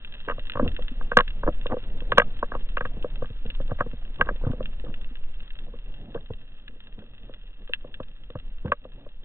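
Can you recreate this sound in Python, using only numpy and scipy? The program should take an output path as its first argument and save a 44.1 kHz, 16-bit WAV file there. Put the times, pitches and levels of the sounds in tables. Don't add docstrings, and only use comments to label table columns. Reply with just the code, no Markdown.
import sys
import numpy as np
from scipy import signal
from scipy.fft import rfft, irfft, next_fast_len
from scipy.io import wavfile
from scipy.ndimage import uniform_filter1d

SR = 44100
rng = np.random.default_rng(int(sys.argv[2]) if len(sys.argv) > 2 else 0)


def master(y):
    cut = np.clip(np.atleast_2d(y).T, -1, 1)
    pcm = np.round(cut * 32767)
    wavfile.write(sys.argv[1], SR, pcm.astype(np.int16))


N = 407484
RING = 4096

# start in seconds, relative force in dB,
# contact corner in Hz (higher is harder), extra weight in the low modes in dB.
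GEAR_KNOCKS = [(0.276, -3, 330, -23), (0.2845, -15, 4450, -7), (0.2967, -13, 2420, -2),
               (0.3803, -19.5, 640, 9), (0.5539, -16.5, 1210, 12.5), (0.5717, -15.5, 1080, 3),
               (0.5948, -5.5, 950, 3), (0.6257, -11, 520, 6), (0.789, -13.5, 480, -24),
               (1.01, -24.5, 1330, 5), (1.1161, -11.5, 2190, -1), (1.1697, 6.5, 4950, -3.5),
               (1.4327, -13.5, 1120, 2), (1.4631, -8, 580, 1), (1.4744, -4.5, 730, -7),
               (1.657, -13, 770, -2.5), (1.719, -10.5, 830, -11.5), (1.7664, -10.5, 560, -5),
               (2.0176, -17, 490, -1), (2.1197, -5, 4450, -11), (2.1735, -9, 4450, -6.5),
               (2.1805, 8, 5500, -15), (2.4272, -6, 955, -7), (2.5177, -17.5, 1400, -1),
               (2.5497, -13, 790, 4.5), (2.77, -11, 4450, -8), (2.8075, -14.5, 2720, 8),
               (2.852, -19, 2110, 13), (2.966, -12.5, 300, -4.5), (3.043, -2.5, 480, -10),
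               (3.222, -10.5, 580, 3.5), (3.244, -30, 1420, 19), (3.3017, -24, 400, 15.5),
               (3.4536, -19, 470, 11), (3.6003, -11.5, 450, 5), (3.7146, -12, 750, 15),
               (3.8064, -5.5, 1460, 3), (3.8623, -11, 350, 0.5), (3.9304, -14, 310, 5.5),
               (4.2113, -3.5, 3570, 4.5), (4.2877, -12, 1830, -1), (4.3075, -9, 380, -3.5),
               (4.4351, -18.5, 620, 12.5), (4.4669, -15.5, 580, 24.5), (4.5314, -10, 390, 0),
               (4.6042, -7.5, 500, -3), (4.887, -20, 310, 10.5), (5.7369, -20.5, 470, -4.5),
               (6.1478, -6, 430, -29), (6.1571, -18, 730, 8.5), (6.3028, -16, 530, 10.5),
               (6.9792, -20, 300, 3.5), (7.293, -19, 400, -4), (7.694, -14, 400, -14),
               (7.8451, -15.5, 400, -9.5), (8.0001, -17.5, 780, 13.5), (8.2993, -17.5, 440, -3.5),
               (8.3531, -18, 830, 17.5), (8.6469, -6.5, 300, 10), (8.7191, -6.5, 3892, -2),
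               (8.8499, -18.5, 490, -6), (9.063, -24, 560, -10)]
# start and end in seconds, level in dB, contact corner in Hz.
GEAR_SCUFFS = [(0.298, 0.33, -34, 1480), (0.593, 0.687, -29, 230), (1.179, 1.204, -21.5, 1411),
               (1.467, 1.495, -26, 610), (1.69, 1.748, -29, 527), (2.532, 2.572, -41.5, 1070),
               (2.774, 2.783, -35.5, 2294), (3.679, 3.728, -45, 606), (3.784, 3.806, -40, 1791),
               (4.188, 4.213, -32.5, 594.5), (4.247, 4.288, -41.5, 903), (4.403, 4.52, -45, 827.5),
               (4.466, 4.516, -28.5, 117.8), (4.832, 4.955, -44.5, 351), (5.656, 5.705, -50, 197),
               (6.15, 6.181, -43.5, 697), (6.599, 6.797, -57.5, 247), (6.97, 7.074, -52.5, 350.2),
               (7.283, 7.373, -59, 391.7), (8.641, 8.711, -38, 255.8), (8.648, 8.705, -50.5, 3001)]
# mode frequency in Hz, width in Hz, relative level in dB.
HOUSING_MODES = [(75, 11, -12), (115, 41, -12.5), (174, 35, -16.5), (230.4, 42, -11.5), (325, 210, -18),
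                 (488, 46.5, -4.5), (576.4, 49, -7), (700, 74, -14.5), (960, 150, -12.5), (1132, 92, -4.5),
                 (1258, 52, -7.5), (1496, 290, -11), (1597, 110, -1), (1676, 250, -10), (1926, 150, -15.5),
                 (1986, 62, -21), (2210, 54, -24.5), (2354, 140, -24), (2754, 200, -16), (2810, 190, -15),
                 (3420, 60, -29), (3240, 300, -29)]
# time in seconds, relative rumble level in dB, relative wash level in dB.
WATER_FLOW = [(0.0, -41, -58.5), (0.62, -31.5, -48), (1.59, -29, -54), (2.13, -30, -45.5),
              (2.42, -29, -51.5), (2.65, -30.5, -48.5), (3.4, -31.5, -51.5), (4.25, -32, -49.5),
              (4.42, -29.5, -44.5), (4.63, -32.5, -47.5), (5.3, -33, -60), (6.18, -40, -52),
              (6.36, -44, -60.5), (8.26, -40.5, -60.5), (8.62, -36.5, -55.5), (8.85, -45, -57.5),
              (9.24, -40.5, -63)]
# frequency in Hz, relative gain in dB.
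RUMBLE_SPECTRUM = [(4, -8.5), (10, -6), (20, -8.5), (32, -15), (45, -25), (65, -35.5), (100, -52.5),
                   (200, -64.5)]
WASH_SPECTRUM = [(40, -8.5), (70, 1), (125, 3), (175, -2.5), (228, -1), (350, -11), (500, -8.5),
                 (750, -16.5), (1100, -27), (2000, -39.5)]
# start in seconds, starting pitch in Hz, gain in dB.
AIR_POCKETS = [(0.627, 240, -11.5), (0.916, 244, -27.5), (1.478, 307, -13), (1.719, 244, -20),
               (4.479, 141, -29), (4.50, 239, -17.5), (5.11, 242, -34.5), (6.083, 215.7, -36),
               (8.672, 214.9, -34)]
# time of the snap in seconds, relative level in dB.
NEAR_SNAPS = [(0.048, -30.5), (.14, -31.5), (0.498, -20), (0.52, -27), (.678, -24), (0.765, -25.5),
              (0.882, -26.5), (1.279, -23), (1.305, -32), (1.613, -33), (1.667, -24), (2.005, -31),
              (3.026, -31.5), (3.502, -24), (4.657, -26.5), (4.941, -30.5), (5.045, -35), (5.155, -33.5),
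              (5.404, -34), (5.505, -32.5), (6.68, -31), (7.338, -33.5), (7.7356, -11.5), (7.942, -28)]
# frequency in Hz, relative gain in dB.
SNAP_SPECTRUM = [(300, -32.5), (800, -26), (1200, -10.5), (1700, 1.5), (2000, -3), (2250, -10.5),
                 (2750, 9.5), (3100, -1), (3400, 5.5), (4000, -8), (4600, -9)]
REEF_SPECTRUM = [(500, -19.5), (1000, -12.5), (1300, -7), (1450, -10), (1650, -4.5), (2000, -7),
                 (2250, -18.5), (2500, -7), (2750, 3), (3020, -6), (3200, 0), (3450, -0.5), (4000, -9.5),
                 (4600, -26.5)]


def knocks(modes, gain_db=1, chatter_db=-22, chatter_s=.016, chatter_count=4,
           bounce_s=.0185, first_bounce_db=-12.5, bounce_step_db=-5):
    out = np.zeros(N)
    for start, db, contact_hz, weight_db in GEAR_KNOCKS:
        add(out, start, undb(db + gain_db) * strike(modes, contact_hz, weight_db, scatter_db=2.05))
        for lag in rng.random(chatter_count) * chatter_s:
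            chatter = strike(modes, contact_hz, weight_db, scatter_db=3)
            add(out, start + lag, undb(min(db, 0) + chatter_db) * chatter)
        if db > 0:
            for k in range(2):
                bounce = strike(modes, contact_hz, weight_db, scatter_db=5)
                bounce_db = db + first_bounce_db + k * bounce_step_db
                add(out, start + (k + 1) * bounce_s, undb(bounce_db) * bounce)
    return out


def scuffs(modes, slips_per_s=700, spread_db=3):
    out = np.zeros(N)
    for start, end, db, contact_hz in GEAR_SCUFFS:
        length = int((end - start) * SR)
        rub = np.zeros(length + RING)
        for place in rng.random(int(slips_per_s * length / SR) + 1):
            size = np.sqrt(np.sin(np.pi * place)) * undb(spread_db * rng.standard_normal())
            slip_hz = contact_hz * np.exp(.3 * rng.standard_normal())
            i = int(place * length)
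            rub[i:i + RING] += size * strike(modes, slip_hz, weight_db=0, scatter_db=8.5)
        add(out, start, undb(db) * unit(rub) * np.sqrt(length / len(rub)))
    return out


def loose_gear(modes, wash_db, count=70, gain_db=18, spread_db=4, contact_hz=420):
    out = np.zeros(N)
    for place, size in zip(rng.random(count), rng.standard_normal(count)):
        db = wash_db[int(place * N)] + gain_db + spread_db * np.clip(size, -2, 1)
        add(out, place * N / SR, undb(db) * strike(modes, contact_hz, weight_db=0, scatter_db=1))
    return out


def strike(modes, contact_hz, weight_db, scatter_db, detune=0.048, lightness=0.39):
    s = 1j * np.fft.rfftfreq(RING, 1 / SR) / contact_hz
    low_share = 1 / (1 + (np.array(HOUSING_MODES)[:, 0] / 220) ** 4)
    spot_db = scatter_db * rng.standard_normal(len(modes))
    gains = undb(weight_db * low_share + spot_db)
    low_cut = 1 - lightness / (1 + 6 * s)
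    push = low_cut / ((1 + s) * (1 + s + s * s))
    ring = irfft(gains @ modes * push)
    pull = 1 + detune * min(600 / contact_hz, 1) * rng.standard_normal()
    return np.interp(np.arange(RING) * pull, np.arange(RING), ring, right=0)


def housing_modes():
    f = np.maximum(np.fft.rfftfreq(RING, 1 / SR), 1)
    modes = np.array([(-1) ** k * undb(db) / (1 + 1j * (f * f - hz * hz) / (f * width))
                      for k, (hz, width, db) in enumerate(HOUSING_MODES)])
    return modes / np.abs(irfft(modes.sum(axis=0))).max()


def water(rumble_db, wash_db, rumble_gain_db=5, eddy_db=4):
    rumble = unit(colour(rng.standard_normal(N), RUMBLE_SPECTRUM))
    wash = unit(colour(rng.standard_normal(N), WASH_SPECTRUM))
    flutter_db = eddy_db * wander(rate_hz=22)
    return rumble * undb(rumble_db + rumble_gain_db) + wash * undb(wash_db + flutter_db)


def gurgles(wash_db, count=75, gain_db=8, spread_db=3, pitch_hz=240, pitch_spread=0.52):
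    out = np.zeros(N)
    for start, hz, db in AIR_POCKETS:
        add(out, start, undb(db) * bubble(hz))
    for place, (size, pitch) in zip(rng.random(count), np.clip(rng.standard_normal((count, 2)), -2, 2)):
        db = wash_db[int(place * N)] + gain_db + spread_db * size
        add(out, place * N / SR, undb(db) * bubble(pitch_hz * np.exp(pitch_spread * pitch)))
    return out


def bubble(hz, cycles=15, rise=0.057):
    age = np.arange(2 * RING) / SR * hz / cycles
    swell = 1 - np.exp(-2 * age * cycles)
    decay = np.exp(-np.log(1000) * age)
    return swell * decay * np.sin(2 * np.pi * cycles * age * (1 + rise * age))


def shrimp(near_db=20, far_db=3, hiss_db=-3, spread_db=4.5, count=1700, reef_db=-55.5, fade_db_per_s=1.04):
    near, far = np.zeros(N), np.zeros(N)
    for start, db in NEAR_SNAPS:
        add(near, start, undb(db + near_db) * snap(tail_t60_s=0.036))
    sizes = undb(spread_db * np.minimum(rng.exponential(size=count), 5))
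    for start, size in zip(rng.random(count) * N / SR, sizes):
        add(far, start, size * snap(tail_t60_s=0.04))
    crackle = undb(far_db) * unit(colour(far, REEF_SPECTRUM))
    hiss = undb(hiss_db) * unit(colour(rng.standard_normal(N), REEF_SPECTRUM))
    fade = undb(reef_db - fade_db_per_s * np.arange(N) / SR)
    return colour(near, SNAP_SPECTRUM) + fade * (crackle + hiss)


def snap(tail_t60_s, tail_db=-21):
    t = np.arange(RING // 2) / SR
    pulse = undb(tail_db) * rng.standard_normal(len(t)) * np.exp(-np.log(1000) * t / tail_t60_s)
    pulse[0] += 1
    return pulse


def undb(db):
    return 10 ** (np.asarray(db) / 20)


def unit(x):
    return x / np.sqrt(np.mean(x ** 2))


def curve(rows, column):
    rows = np.array(rows)
    return np.interp(np.arange(N) / SR, rows[:, 0], rows[:, column])


def add(out, start_s, sound):
    i = int(start_s * SR)
    out[i:i + len(sound)] += sound[:max(N - i, 0)]


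def colour(x, points):
    size = next_fast_len(len(x) + RING, True) // 2 * 2
    hz, db = np.transpose(points)
    f = np.maximum(np.fft.rfftfreq(size, 1 / SR), 1)
    gain = undb(np.interp(np.log(f), np.log(hz), db))
    cepstrum = irfft(np.log(gain))
    cepstrum[1:size // 2] *= 2
    cepstrum[size // 2 + 1:] = 0
    return irfft(rfft(x, size) * np.exp(rfft(cepstrum)))[:len(x)]


def wander(rate_hz):
    hold = int(SR / rate_hz)
    steps = np.repeat(rng.standard_normal(N // hold + 1), hold)
    return unit(uniform_filter1d(uniform_filter1d(steps, hold), hold)[:N])


def scene(right_lead_s=.000124):
    modes = housing_modes()
    rumble_db, wash_db = curve(WATER_FLOW, column=1), curve(WATER_FLOW, column=2)
    sea = water(rumble_db, wash_db) + shrimp() + gurgles(wash_db)
    gear = knocks(modes) + loose_gear(modes, wash_db) + scuffs(modes)
    left = gear + sea
    lead = np.exp(2j * np.pi * np.fft.rfftfreq(N, 1 / SR) * right_lead_s)
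    return np.array([left, irfft(rfft(left) * lead, N)])


def record(dry, input_stop_hz=5100, top_hz=16000):
    input_lowpass = signal.cheby2(12, 70, input_stop_hz, fs=SR, output="sos")
    output_lowpass = signal.ellip(8, .2, 70, top_hz, fs=SR, output="sos")
    overloaded = np.clip(signal.sosfilt(input_lowpass, dry), -1, 1)
    return signal.sosfilt(output_lowpass, overloaded)


dry = scene()
out = record(dry)
master(out)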